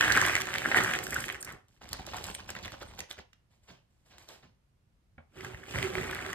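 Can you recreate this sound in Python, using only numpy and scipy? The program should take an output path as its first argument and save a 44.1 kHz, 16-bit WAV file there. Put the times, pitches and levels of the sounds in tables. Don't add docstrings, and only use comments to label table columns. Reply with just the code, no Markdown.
import sys
import numpy as np
from scipy import signal
from scipy.fft import rfft, irfft, next_fast_len
from scipy.io import wavfile
from scipy.ndimage import uniform_filter1d

SR = 44100
rng = np.random.default_rng(int(sys.argv[2]) if len(sys.argv) > 2 else 0)


def wav_out(sig):
    wavfile.write(sys.argv[1], SR, np.round(np.clip(np.atleast_2d(sig).T, -1, 1) * 32767).astype(np.int16))


N = 279594

# (time [s], level [dB], pitch [Hz], edge tick level re clack [dB],
# swell of the flexing [s])
CLACKS = [(0.005, -27, 1726, -15, 0.00148), (0.0091, -10, 1650, -9, 0.0014),
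          (0.0224, -21, 1700, -26, 0.0018), (0.0269, -15, 1710, -25, 0.00084),
          (0.0319, -23, 1710, -23.5, 0.0013), (0.0392, -15.5, 1730, -20, 0.0013),
          (0.0457, -20, 2000, -26, 0.00085), (0.0495, -24, 1800, -22, 0.0011),
          (0.0558, -18, 1716, -28.5, 0.0024), (0.06, -22.5, 1640, -24, 0.0021),
          (0.0713, -23, 1670, -20, 0.0016), (0.0791, -18.5, 1730, -20, 0.0019),
          (0.097, -20, 1770, -23, 0.0015), (0.1021, -13, 1620, -30.5, 0.0016),
          (0.112, -17, 1697, -32, 0.0014), (0.1175, -19, 1530, -24.5, 0.0011),
          (0.1251, -18, 1690, -17.5, 0.0015), (0.144, -21.5, 1830, -21.5, 0.0012),
          (0.1484, -23, 1750, -20, 0.00087), (0.152, -25, 1740, -20, 0.00093),
          (0.1562, -17, 2140, -20, 0.00136), (0.1622, -18, 1700, -20, 0.0014),
          (0.1674, -16, 1750, -20, 0.0012), (0.1733, -10.5, 1570, -11, 0.0015),
          (0.1792, -22.5, 1796, -20, 0.0012), (0.1951, -17, 1624, -27, 0.0014),
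          (0.2111, -20, 1910, -20.5, 0.00086), (0.2142, -15.5, 1810, -4, 0.0014),
          (0.2295, -22.5, 1830, -20, 0.0009), (0.2341, -21, 1709, -20.5, 0.0009),
          (0.237, -18, 2089, -21.5, 0.001), (0.2465, -23, 1772, -20.5, 0.0013),
          (0.2508, -16, 1805, -10, 0.00142), (0.263, -21.5, 2056, -20.5, 0.0011),
          (0.2837, -17.5, 2100, -7.5, 0.0009), (0.2953, -17, 1935, -21, 0.00085),
          (0.335, -22.0, 2140, -16.5, 0.00092), (0.3528, -14.5, 2060, -2.5, 0.00089),
          (0.365, -15.5, 2046, -9, 0.00064), (0.4026, -25.5, 1700, -3, 0.0029),
          (0.4179, -27, 2074, 4, 0.00088), (0.4548, -27.5, 1660, -6, 0.0015),
          (0.4698, -25, 1980, -9, 0.00067), (0.4744, -28, 1666, -20, 0.0009),
          (0.4876, -25.5, 1810, -14.5, 0.00077), (0.5338, -24.5, 1945, -18.5, 0.00086),
          (0.5399, -18.5, 2130, -5.5, 0.00058), (0.5528, -20, 1683, -15, 0.00076),
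          (0.5579, -21.5, 1955, -13, 0.00079), (0.583, -22, 2140, -2.5, 0.00062),
          (0.6185, -24.5, 1903, -11.5, 0.00083), (0.6428, -28.0, 1710, -19, 0.002),
          (0.651, -21.5, 1580, -17, 0.00102), (0.6542, -23.5, 1908, -21.5, 0.00125),
          (0.6578, -15, 1657, -25, 0.0011), (0.6714, -27, 1690, -20, 0.001),
          (0.715, -12, 1877, -23, 0.00066), (0.7182, -17.5, 1830, -14, 0.001),
          (0.7223, -17.5, 1790, -23, 0.00127), (0.7452, -11, 1740, -26.5, 0.000866),
          (0.756, -19, 1870, -20, 0.0008), (0.7593, -11.5, 1830, -25.5, 0.0014),
          (0.7635, -13, 1780, -25, 0.001), (0.7696, -12.5, 1920, -14.5, 0.00252),
          (0.7764, -16, 1815, -14, 0.00148), (0.7806, -16.5, 2060, -20, 0.00073),
          (0.7841, -18, 1880, -20, 0.00225), (0.8172, -20.5, 1760, -19.5, 0.0015),
          (0.8457, -18, 1775, -10, 0.0019), (0.936, -21, 1907, -6, 0.0012),
          (0.9468, -24, 1800, -22, 0.0011), (0.9508, -25, 1928, -6.5, 0.00214),
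          (0.9883, -23.5, 1820, -2.5, 0.00082), (1.0304, -30.5, 1800, -15, 0.00078),
          (1.0672, -25.5, 1623, -4, 0.0014), (1.1234, -28.0, 1710, -17.5, 0.00116),
          (1.1299, -23, 1890, -22, 0.0008), (1.1407, -28.5, 1890, -18.5, 0.00071),
          (1.1612, -21.0, 1500, -22.5, 0.0029), (1.1857, -26.5, 1860, -13, 0.0012),
          (1.2402, -28, 1790, -4.5, 0.0013), (1.2824, -26.5, 1940, -5, 0.00094),
          (1.29, -24.5, 1740, -14, 0.0007), (1.3001, -19, 1950, -24, 0.00039),
          (1.3026, -32, 2050, -20, 0.0011), (1.3452, -28, 1960, -13, 0.00059),
          (1.352, -29.5, 1824, -16, 0.00066), (1.3585, -33, 1900, -12.5, 0.00085),
          (1.4297, -39, 1705, -20, 0.0016), (1.433, -46, 1790, -20, 0.0011),
          (1.4675, -37.5, 1910, -19.5, 0.0008), (1.4745, -33.5, 1930, -21, 0.00074),
          (1.4783, -37.5, 1810, -20, 0.00082), (1.483, -35, 1880, -20.5, 0.00078),
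          (1.4868, -36.5, 1840, -18, 0.0008), (1.4909, -28.5, 1945, -22, 0.0008),
          (5.405, -41, 1970, -19, 0.0021), (5.4081, -37, 1930, -7, 0.00096),
          (5.447, -28.5, 1724, -8.5, 0.0009), (5.4495, -32, 1700, -20, 0.0007),
          (5.4544, -40, 1680, -20, 0.00185), (5.5256, -43.0, 1820, -20, 0.00085),
          (5.5457, -33.5, 1840, -14, 0.0009), (5.5633, -50, 1950, -20, 0.00102),
          (5.6319, -42, 1730, -22.5, 0.00157), (5.6371, -37.5, 1910, -20, 0.00061),
          (5.709, -38.5, 1700, -2, 0.000614), (5.7466, -28, 1800, -20, 0.0015),
          (5.7576, -21, 2080, -26.5, 0.00084), (5.7857, -22.5, 2080, -7, 0.0011),
          (5.827, -24.5, 1990, 0.5, 0.0014), (5.835, -35, 2160, -18.5, 0.0009),
          (5.8445, -33, 2040, -20, 0.00355), (5.8494, -27, 2050, -20, 0.00095),
          (5.8548, -30, 1950, -18.5, 0.00091), (5.953, -20, 2140, -16.5, 0.00077),
          (5.9822, -20.5, 1920, -26.5, 0.0006), (5.9859, -24.5, 2116, -20, 0.00074),
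          (6.0109, -28, 2100, -13, 0.00087), (6.0162, -29, 2130, -22.5, 0.0014),
          (6.0314, -29, 1990, -20, 0.001), (6.0436, -32.5, 1970, -20, 0.001),
          (6.0745, -34, 1820, -20, 0.001), (6.0785, -29, 2060, -20, 0.0011),
          (6.0956, -38.5, 1800, -20, 0.0011), (6.1108, -31.5, 1980, 0, 0.0015),
          (6.126, -32.5, 1730, -18.5, 0.0029), (6.1307, -38, 1810, -20, 0.00135),
          (6.1476, -30, 2080, 0, 0.001), (6.1619, -38.5, 1880, -20, 0.00102),
          (6.1891, -29, 1980, -20, 0.0013), (6.2488, -28.5, 2020, -25, 0.001),
          (6.2631, -26.0, 1810, -7, 0.00112), (6.3295, -28, 1900, -2, 0.0021)]
# (time [s], clatter level [dB], edge ticks re clatter [dB], box drumming re clatter [dB])
TRICKLE = [(0, -47.5, -11, -3.5), (0.5, -43.5, -10, -3.5), (0.7, -42, -8, -2), (1.08, -53.5, -5.5, 7.5),
           (1.31, -50.5, -6, 2), (1.4, -57, -13, -1), (1.54, -55.5, -37, 1.5), (1.68, -89.5, -17, 1)]
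# (time [s], hold [s], clatter level [dB])
CLUMPS = [(0.0, 0.24, -29.5), (0.236, 0.13, -32.5), (0.539, 0.006, -38.5), (0.67, 0.015, -38),
          (0.764, 0.015, -27), (0.818, .14, -35.5), (1.127, 0.061, -40.5), (1.481, 0.016, -47.5)]
CLUMP_ATTACK_S, CLUMP_RELEASE_S = 0.073, 0.18
CLUMP_EDGE_DB, CLUMP_BOX_DB = -14, -10
# (time [s], hold [s], clatter level [dB], edge ticks re clatter [dB], box drumming re clatter [dB])
PUSHES = [(5.371, 0.045, -54.5, -10.5, 1), (5.439, 0.019, -49.5, -11, 2.5),
          (5.511, 0.23, -57.5, -12.5, 1.5), (5.696, 0.0306, -47.5, -8.5, -1), (5.756, 0.097, -40, -11.5, 0),
          (5.941, 0.0914, -41, -13, 1.5), (6.073, 0.37, -40.5, -16.5, -6)]
PUSH_ATTACK_S, PUSH_RELEASE_S = 0.095, 0.37
PIECE_RING_S = 0.0045
# (frequency [Hz], density [dB per Hz])
EDGE = [(700, -18.5), (1500, -6), (2500, 9.5), (3100, 7), (4000, 0.5), (5000, -0.5), (5900, 1.5),
        (7800, -4), (9200, -0.5), (10200, -8.5), (11800, -5.5), (13300, -15.5), (14600, -13.5),
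        (16000, -17.5)]
# (frequency [Hz], density [dB per Hz])
TAP = [(150, -19.5), (450, -1.5), (900, 0), (1600, -6.5), (3000, -4.5), (5000, -17), (16000, -41)]
# (frequency [Hz], width [Hz], level [dB])
BOX_MODES = [(66, 26, 2), (92, 24, -1), (119, 24, 1.5), (163, 31, -6), (243, 34, -1.5), (315, 34, -4),
             (374, 17, 3), (520, 130, -12), (742, 50, -11.5), (836, 70, -14), (1100, 200, -14.5)]
# (time [s], level [dB], pitch of the push [Hz], contact noise level re push [dB])
BUMPS = [(0.15, -36.5, 223.7, -16.5), (0.654, -38, 270, -23), (0.77, -35.5, 256, 7),
         (1.17, -44, 110.6, -16), (3.694, -57, 133.7, -11), (4.431, -58.5, 142.6, -0.5),
         (5.356, -51.5, 110.7, -9), (5.42, -47, 99.65, -18.5), (5.532, -44.5, 91, -8.5),
         (5.738, -34, 88, -4), (5.815, -38.5, 109.9, -8)]
# (frequency [Hz], density [dB per Hz])
TOUCH = [(100, -16), (300, -31), (800, 1), (1600, -3), (2500, -4.5), (4000, -24), (12000, -52),
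         (16000, -62)]
# (time [s], length [s], level [dB])
JUDDERS = [(5.342, 0.2, -49.5), (5.824, 0.099, -36), (5.9, 0.285, -45)]
KNOCK_S, KNOCK_DB = 5.1805, -48.5
# (frequency [Hz], level [dB], t60 [s])
TABLE_MODES = [(81.7, -1.5, 0.29), (151.4, -3.5, 0.12), (239, -2, 0.13), (548, -3, 0.052),
               (768.5, 0.5, 0.0364), (1420.3, 0, 0.031), (1700, 4, 0.0153), (2245, 0, 0.033)]
# (time [s], hold [s], rustle level [dB], fizz re rustle [dB], flapping re rustle [dB])
TUGS = [(1.818, 0.024, -56.5, -5.5, -2), (1.915, 0.034, -50, -18, -1), (1.989, 0.015, -51, -22, 2.5),
        (2.073, 0.117, -48, -7, -6.5), (2.134, 0.083, -50, -2, -5), (2.237, 0.076, -46, 1.5, -4.5),
        (2.39, 0.017, -49, -16, -8), (2.492, 0.015, -45.5, -1.5, -2), (2.56, 0.02, -48.5, -23, -2),
        (2.632, .04, -48.5, -25, -1), (2.729, 0.013, -51, -23, 1.5), (2.815, 0.006, -48, -26, 1),
        (2.91, 0.049, -68.5, -17.5, 12.5), (2.989, 0.011, -46.5, -6.5, -4), (3.105, 0.016, -50, 3.5, -13.5),
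        (3.181, 0.02, -52, -20, -3)]
TUG_ATTACK_S, TUG_RELEASE_S = 0.035, 0.055
# (time [s], hold [s], rustle level [dB], fizz re rustle [dB], flapping re rustle [dB])
HELD = [(1.03, 0.23, -59.5, 18, 3.2), (1.46, 0.097, -71.5, 0, 14.6), (1.69, 0.087, -74.5, 3.5, 1.6),
        (1.838, 1.2, -59, -4.5, 0.78)]
# (time [s], hold [s], rustle level [dB], fizz re rustle [dB], flapping re rustle [dB])
SETTLES = [(3.511, 0.046, -79.5, -0.5, -8.5), (3.635, 0.015, -78, 3.5, -6),
           (3.685, 0.026, -60.5, -10.5, -5.5), (3.902, 0.18, -89.5, 4.5, 2), (4.06, 0.046, -75, 2.5, -4.5),
           (4.11, 0.0336, -65, -14, 0.5), (4.186, 0.042, -65, -0.5, -1), (4.288, 0.044, -59, -1.5, -4),
           (4.43, 0.0094, -67.5, -20, 1)]
SETTLE_ATTACK_S, SETTLE_RELEASE_S = 0.038, 0.18
# (time [s], level [dB], body level re crack [dB])
SNAPS = [(0.1214, -26.5, 11.5), (0.263, -24.5, -14), (0.4106, -29, -2), (0.836, -26, -18),
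         (1.037, -28.5, -18.5), (1.1058, -28.5, -8), (1.1427, -26.5, -25), (1.2044, -28.5, -39),
         (1.258, -37, -27.5), (1.3239, -36.5, -6), (1.4266, -30, -11), (1.447, -31.5, -17.5),
         (1.5227, -41.5, -12.5), (1.6834, -62, -1), (1.8898, -42.5, -0.5), (1.919, -47, -1),
         (1.93, -28.5, 2), (1.969, -48, 3), (2.0655, -40.5, 6), (2.167, -36.5, -6), (2.2405, -32, -2.5),
         (2.2654, -44, -8.5), (2.3489, -39.5, 8.5), (2.5029, -33, -1), (2.5881, -53, 14), (2.657, -47, 10),
         (2.7194, -47.5, 11.5), (2.828, -46, -8), (2.9908, -37, 6), (3.0038, -36, 9.5), (3.1109, -46, 13),
         (3.3307, -66, 15), (4.182, -49.5, 4), (4.2876, -46.5, 3)]
# (time [s], level [dB], pitch [Hz])
FOLDS = [(1.813, -44, 700), (1.833, -46, 813), (1.9308, -32, 3000), (1.989, -47, 1540), (1.994, -35, 777),
         (2.005, -39, 795), (2.0175, -41, 2500), (2.135, -30, 1420), (2.1425, -28.5, 910),
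         (2.173, -40, 1600), (2.286, -28.5, 1042), (2.4876, -41, 2090), (2.502, -45, 800),
         (2.551, -30, 1700), (2.5641, -28.5, 1940), (2.648, -29, 3200), (2.66, -36, 800),
         (2.679, -29, 1945), (2.741, -35, 1190), (2.829, -35, 1430), (2.911, -44, 1290),
         (3.0035, -36, 1310), (3.111, -35, 2350), (3.188, -34, 1757), (3.332, -47, 2850)]
# (time [s], length [s], level [dB], pitch [Hz])
SQUEAKS = [(1.4, 0.0222, -32, 8800), (2.264, 0.008, -33, 7700), (2.274, 0.13, -48, 8560),
           (2.34, 0.0206, -30.5, 8800), (2.692, 0.035, -57, 12300), (2.86, 0.049, -52, 8680)]
# (frequency [Hz], density [dB per Hz])
FILM = [(120, -27.5), (200, 1.5), (424, 0.5), (620, 0), (850, -1.5), (1140, -2.5), (1710, -4), (2290, -2.5),
        (4000, -5), (5130, -7.5), (6170, -7.5), (8740, -30), (10100, -27.5), (11900, -30.5), (14600, -29.5),
        (16000, -30)]
# (frequency [Hz], density [dB per Hz])
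CREASE = [(1500, -21.5), (3500, -18), (5000, -2.5), (6200, -2), (8300, -1), (10200, -3), (12000, -4),
          (14500, -15.5), (16000, -19)]
# (frequency [Hz], density [dB per Hz])
FLAP = [(20, -23.5), (40, -0.5), (75, 5.5), (130, -2), (220, -2.5), (400, -13.5), (900, -53.5)]
# (frequency [Hz], gain [dB])
SCATTER = [(60, -24), (250, -12), (500, -5), (1200, -14), (2200, -7), (4000, -6), (8000, -11), (14000, -9)]
# (frequency [Hz], gain [dB])
ECHO = [(60, -22.5), (200, -11), (350, -8.5), (520, 0), (900, -0.5), (1500, -7), (3000, -5.5), (6000, -8.5),
        (14000, -18)]
ROOM_T60_S, ROOM_TREBLE_T60_S = 0.24, 0.27
# (frequency [Hz], density [dB per Hz])
HUSH = [(12, -30), (30, -6), (65, 0), (140, -4), (300, -19), (700, -26), (2000, -32), (8000, -41),
        (13000, -45), (14500, -54), (16000, -66)]
HUSH_DB = -70
# (frequency [Hz], lead of left [rad])
PORT_PHASE = [(100, 0), (470, -.9), (950, .9), (1500, 0), (2600, 2.5), (3700, 1.1), (4900, 2.1),
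              (6300, 3.6), (9700, 9), (16000, 16.3)]
# (frequency [Hz], left minus right [dB])
PORT_BALANCE = [(60, 4), (110, -4), (200, -3.5), (380, -5), (700, -1.5), (1290, 1), (2380, -2.5),
                (4400, -3), (8120, 0), (15000, -1)]
TOP_HZ = 15900
TIME = np.arange(N) / SR
FFT_SIZE = 2 * next_fast_len(N // 2 + SR)
FREQS = np.maximum(np.arange(FFT_SIZE // 2 + 1) * SR / FFT_SIZE, 1)


def pieces(rows, ring_s, ring_db, tap_db, edge_db, tick_s):
    body, taps, edges = np.zeros(N), np.zeros(N), np.zeros(N)
    t = TIME[:700]
    for s, db, hz, bright_db, swell_s in rows:
        phase = rng.uniform(0, 2 * np.pi)
        detune = 1 + 0.084 * rng.standard_normal()
        flex = (t / swell_s * np.exp(1 - t / swell_s)) ** 4
        ring = undb(ring_db) * np.exp(-t / ring_s) * (1 - np.exp(-t / swell_s))
        clack = flex * np.sin(2 * np.pi * hz * t + phase)
        clack += ring * np.sin(2 * np.pi * hz * detune * t + phase)
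        tick = burst(tick_s)
        add(body, s, undb(db) * clack)
        add(taps, s + swell_s / 2, undb(db + tap_db) * tick)
        add(edges, s + swell_s / 2, undb(db + bright_db + edge_db) * tick)
    return body + filtered(taps, causal(TAP)) + filtered(edges, causal(EDGE))


def tumble(curve, per_s, spread_db, trim_db, edge_db, swell_s):
    slots_per_s = 4000
    slots = np.arange(curve[0][0], curve[-1][0], 1 / slots_per_s)
    chance = rng.standard_normal((len(slots), 4))
    hit = rng.random(len(slots)) < per_s / slots_per_s
    size, pitch, sharpness, softness = np.clip(chance[hit], -2, 2).T
    level_db, bright_db, _ = follow(curve, slots[hit])
    piece_db = level_db + trim_db + spread_db * size
    hz = 1650 * np.exp(0.18 * pitch)
    tick_db = bright_db + edge_db + 4.5 * sharpness
    swells_s = swell_s * np.exp(0.3 * softness)
    return np.column_stack([slots[hit], piece_db, hz, tick_db, swells_s])


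def heap(curve, drum_db, slide_db, push_hz):
    level_db, bright_db, box_db = follow(curve, TIME)
    force = crackle(per_s=560, spread_db=2.5) * undb(level_db + box_db + drum_db)
    spots = 4
    spot = wander(spots, hold=SR // 20)
    drum = 0
    for k in range(spots):
        push = 1 / (1 + 0.4j * (FREQS / push_hz - push_hz / FREQS))
        response = box_response(uneven_db=4, detune=0.015) * push
        response = response / np.sqrt(np.mean(np.abs(response) ** 2))
        drum = drum + filtered(force * (spot == k), response)
    scrapes = crinkle(per_s=5000, spread_db=0.5, q=3) * undb(level_db + bright_db + slide_db)
    return drum + filtered(scrapes, causal(EDGE))


def box_response(uneven_db=0, detune=0):
    chance = rng.uniform(-1.4, 1, (len(BOX_MODES), 2))
    h = 0
    for (mode_hz, width_hz, db), (shift, size) in zip(BOX_MODES, chance):
        hz = mode_hz * (1 + detune * shift)
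        gain = undb(db + uneven_db * size)
        h = h + gain / (1 + 1j * hz / width_hz * (FREQS / hz - hz / FREQS))
    return h / np.sqrt(np.mean(np.abs(h) ** 2))


def bumps(trim_db, push_s, focus, touch_db, touch_s):
    thuds, pat = np.zeros(N), np.zeros(N)
    t = TIME[:SR // 5]
    ring = irfft(box_response())[:len(t)]
    for s, db, hz, contact_db in BUMPS:
        band_hz = [hz / (1 + 1 / focus), hz * (1 + 1 / focus)]
        band = signal.butter(2, band_hz, "bandpass", fs=SR, output="sos")
        push = rng.standard_normal(len(t)) * np.exp(-t / push_s)
        shove = signal.sosfilt(band, signal.fftconvolve(push, ring)[:len(t)])
        contact = rng.standard_normal(len(t)) * np.exp(-t / touch_s)
        add(thuds, s, undb(db + trim_db) * unit(shove))
        add(pat, s, undb(db + contact_db + touch_db) * contact)
    return thuds + filtered(pat, causal(TOUCH))


def judder(trim_db, mode_hz, waver, rough_db):
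    level = np.zeros(N)
    for s, length_s, db in JUDDERS:
        add(level, s, undb(db + trim_db) * signal.windows.tukey(int(length_s * SR), 0.5))
    noise = rng.standard_normal((2, N))
    slow = uniform_filter1d(uniform_filter1d(noise, size=600), size=600)
    drift, grip = unit(slow[0]), unit(slow[1])
    cycles = np.cumsum(mode_hz * (1 + waver * drift)) / SR
    return level * undb(rough_db * grip) * np.sin(2 * np.pi * cycles)


def knock(contact_s, pat_db, pat_s):
    out = np.zeros(N)
    t = TIME[:SR // 3]
    ring = 0
    for hz, db, t60_s in TABLE_MODES:
        ring = ring + undb(db) * np.exp(-np.log(1000) * t / t60_s) * np.sin(2 * np.pi * hz * t)
    band = signal.butter(3, [150, 2000], "bandpass", fs=SR, output="sos")
    cloth = unit(signal.sosfilt(band, rng.standard_normal(len(t))))
    pat = undb(pat_db) * cloth * np.exp(-t / pat_s)
    add(out, KNOCK_S, undb(KNOCK_DB) * (ring + pat) * (1 - np.exp(-t / contact_s)))
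    return out


def bag(curve, per_s, spread_db, rustle_db, fizz_db, flap_db):
    level_db, bright_db, low_db = follow(curve, TIME)
    crinkles = crinkle(per_s, spread_db, q=2.57) * undb(level_db + rustle_db)
    fizz = crinkle(per_s, spread_db, q=2) * undb(level_db + bright_db + fizz_db)
    flaps = crackle(per_s=450, spread_db=0.5) * undb(level_db + low_db + flap_db)
    return filtered(crinkles, causal(FILM)) + filtered(fizz, causal(CREASE)) + filtered(flaps, causal(FLAP))


def crumples(trim_db, decay_s):
    level = np.zeros(N)
    for s, _, db, *_ in TUGS + SETTLES:
        add(level, s, undb(db + trim_db) * np.exp(-TIME[:SR // 4] / decay_s))
    return filtered(crinkle(per_s=5000, spread_db=7, q=2.5) * level, causal(FILM))


def snaps(crack_db, body_db, after_db):
    crack, body = np.zeros(N), np.zeros(N)
    decay_s = 0.0011
    for s, db, low_db in SNAPS:
        after_s = rng.uniform(0.00074, 0.0039)
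        add(crack, s + 0.00035, undb(db + crack_db) * burst(decay_s))
        add(crack, s + after_s, undb(db + crack_db + after_db) * burst(2 * decay_s))
        add(body, s + 0.00042, undb(db + low_db + body_db) * burst(decay_s))
    thin = (1j * FREQS / (1100 + 1j * FREQS)) ** 2
    return filtered(crack, causal(CREASE)) + filtered(body, causal(FILM) * thin)


def small_snaps(curve, per_s, trim_db, spread_db, centre_hz, octaves, decay_s, q):
    out = np.zeros(N)
    slots_per_s = 1000
    slots = np.arange(curve[0][0], curve[-1][0], 1 / slots_per_s)
    chance = np.clip(rng.standard_normal((len(slots), 2)), -2, 2)
    hit = rng.random(len(slots)) < per_s / slots_per_s
    envelope = np.exp(-TIME[:SR // 60] / decay_s)
    level_db = follow(curve, slots[hit])[0]
    for s, db, (size, pitch) in zip(slots[hit], level_db, chance[hit]):
        pop = narrow_burst(centre_hz * 2 ** (octaves * pitch), q, envelope)
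        add(out, s, undb(db + trim_db + spread_db * size) * pop)
    return out


def folds(trim_db, decay_s, q):
    out = np.zeros(N)
    envelope = np.exp(-TIME[:SR // 30] / decay_s)
    for s, db, hz in FOLDS:
        add(out, s, undb(db + trim_db) * narrow_burst(hz, q, envelope))
    return out


def squeaks(trim_db, q):
    out = np.zeros(N)
    for s, length_s, db, hz in SQUEAKS:
        envelope = np.hanning(int(length_s * SR) + 3)
        add(out, s, undb(db + trim_db) * narrow_burst(hz, q, envelope))
    return out


def scatter(x, count):
    spot = wander(count, hold=SR // 100)
    out = 0
    for k in range(count):
        share = uniform_filter1d((spot == k) * 1., size=88)
        echoes = [signal.oaconvolve(x * share, burst(0.0015))[:N] for port in range(2)]
        out = out + np.array(echoes)
    return filtered(out, undb(read_spectrum(SCATTER)))


def room(x, count):
    t = TIME[:SR // 3]
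    place = wander(count, hold=SR // 16)
    split = signal.butter(2, 900, fs=SR, output="sos")
    out = 0
    for k in range(count):
        noise = rng.standard_normal((2, len(t)))
        low = signal.sosfilt(split, noise)
        tail = low * undb(-60 * t / ROOM_T60_S) + (noise - low) * undb(-60 * t / ROOM_TREBLE_T60_S)
        tail = unit(tail * (1 - np.exp(-t / 0.003))) / np.sqrt(len(t))
        share = uniform_filter1d((place == k) * 1., size=441)
        out = out + signal.oaconvolve((x * share)[None], tail, axes=1)[:, :N]
    return filtered(out, undb(read_spectrum(ECHO)))


def hush():
    mid, side = filtered(rng.standard_normal((2, N)), causal(HUSH))
    side = filtered(side, np.clip(FREQS / 700, 0.2, 1))
    return undb(HUSH_DB) * np.array([mid + side, mid - side])


def gesture(row, attack_s, release_s):
    s, hold_s, db, *colour = row
    quiet_db = db - 40
    end_s = s + hold_s
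    return [(s - attack_s, quiet_db, *colour), (s, db, *colour),
            (end_s, db, *colour), (end_s + release_s, quiet_db, *colour)]


def together(curves):
    first_s = min(c[0][0] for c in curves)
    last_s = max(c[-1][0] for c in curves)
    t = np.arange(max(np.floor(first_s), 0), min(np.ceil(last_s), N / SR), 0.002)
    power = 0
    for curve in curves:
        db, bright_db, low_db = follow(curve, t)
        power = power + undb([db, db + bright_db, db + low_db]) ** 2
    level, bright, low = 10 * np.log10(power)
    return np.column_stack([t, level, bright - level, low - level])


def follow(curve, t):
    s, level_db, *others = np.transpose(curve)
    level = np.interp(t, s, level_db, left=-200, right=-200)
    return [level] + [np.interp(t, s, c) for c in others]


def crinkle(per_s, spread_db, q):
    centres_hz = np.geomspace(350, 13000, num=8)
    total = 0
    for hz in centres_hz:
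        clicks = crackle(per_s * np.sqrt(hz / 2000) / len(centres_hz), spread_db)
        total = total + signal.lfilter(*signal.iirpeak(hz, q, fs=SR), clicks)
    return unit(total)


def crackle(per_s, spread_db):
    count = int(per_s * N / SR)
    when = rng.integers(0, N, count)
    sign, size = rng.standard_normal((2, count))
    x = np.bincount(when, np.sign(sign) * undb(spread_db * size), N)
    return x / np.sqrt(np.abs(uniform_filter1d(x * x, size=2200)) + 1e-4)


def burst(decay_s):
    t = TIME[:600]
    x = rng.standard_normal(len(t)) * np.exp(-t / decay_s)
    return x / np.sqrt(np.sum(x ** 2))


def narrow_burst(hz, q, envelope):
    noise = rng.standard_normal(len(envelope)) * envelope
    x = signal.lfilter(*signal.iirpeak(hz, q, fs=SR), noise)
    return x / np.max(np.abs(x))


def wander(count, hold):
    return np.repeat(rng.integers(0, count, N // hold + 1), hold)[:N]


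def causal(points):
    size = 8192
    hz = np.arange(size // 2 + 1) * SR / size
    gain = unit(undb(np.interp(hz, FREQS, read_spectrum(points))))
    cepstrum = irfft(np.log(gain))
    cepstrum[1:size // 2] *= 2
    cepstrum[size // 2 + 1:] = 0
    return np.interp(FREQS, hz, np.exp(rfft(cepstrum)))


def read_spectrum(points):
    hz, value = np.transpose(points)
    return np.interp(np.log(FREQS), np.log(hz), value)


def filtered(x, response):
    return irfft(rfft(x, FFT_SIZE) * response)[..., :N]


def add(track, s, sound):
    start = int(np.clip(s * SR, 0, N - 1))
    track[start:start + len(sound)] += sound[:N - start]


def undb(db):
    return 10 ** (np.asarray(db) / 20)


def unit(x):
    return x / np.sqrt(np.mean(x ** 2))


def scene():
    clumps = [gesture((*row, CLUMP_EDGE_DB, CLUMP_BOX_DB), CLUMP_ATTACK_S, CLUMP_RELEASE_S)
              for row in CLUMPS]
    pour = together([TRICKLE] + clumps)
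    stir = together([gesture(row, PUSH_ATTACK_S, PUSH_RELEASE_S) for row in PUSHES])
    shake = together([gesture(row, TUG_ATTACK_S, TUG_RELEASE_S) for row in TUGS + HELD])
    aside = together([gesture(row, SETTLE_ATTACK_S, SETTLE_RELEASE_S) for row in SETTLES])

    dry = pieces(CLACKS, ring_s=PIECE_RING_S, ring_db=-16, tap_db=0, edge_db=15, tick_s=0.0006)
    small = np.vstack([
        tumble(pour, per_s=400, spread_db=2.5, trim_db=4.5, edge_db=-2.5, swell_s=0.0009),
        tumble(stir, per_s=420, spread_db=2.0, trim_db=3.5, edge_db=-1.5, swell_s=0.0008)])
    dry += pieces(small, ring_s=PIECE_RING_S, ring_db=-16, tap_db=-1, edge_db=18.0, tick_s=0.0005)
    dry += heap(pour, drum_db=0.0, slide_db=3.5, push_hz=297.2)
    dry += heap(stir, drum_db=-0.5, slide_db=4.0, push_hz=233)
    dry += bumps(trim_db=-8.0, push_s=0.04, focus=1.7, touch_db=-1.5, touch_s=0.021)
    dry += judder(trim_db=-1, mode_hz=372.7, waver=0.015, rough_db=2.5)
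    dry += knock(contact_s=0.00046, pat_db=-9, pat_s=0.022)

    dry += bag(shake, per_s=1200, spread_db=4.5, rustle_db=-2.5, fizz_db=-9.5, flap_db=1.5)
    dry += bag(aside, per_s=8000, spread_db=3.5, rustle_db=2.5, fizz_db=-3.5, flap_db=-1.0)
    dry += crumples(trim_db=0.5, decay_s=0.011)
    dry += snaps(crack_db=14.5, body_db=19.0, after_db=-5.0)
    dry += small_snaps(shake, per_s=70, trim_db=9.5, spread_db=3.5, centre_hz=1500, octaves=0.9,
                       decay_s=0.0015, q=2.4)
    dry += folds(trim_db=-2.0, decay_s=0.0029, q=3.7)
    dry += squeaks(trim_db=-1, q=14.9)

    lead_rad = np.interp(FREQS, *np.transpose(PORT_PHASE))
    direct = np.array([dry, filtered(dry, np.exp(-1j * lead_rad))])
    return direct + scatter(dry, count=7) + room(dry, count=4) + hush()


def record(dry):
    half_db = read_spectrum(PORT_BALANCE) / 2
    heard = filtered(dry, undb(np.array([half_db, -half_db])))
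    return signal.sosfilt(signal.ellip(8, 0.2, 70, TOP_HZ, fs=SR, output="sos"), heard)


dry = scene()
out = record(dry)
wav_out(out)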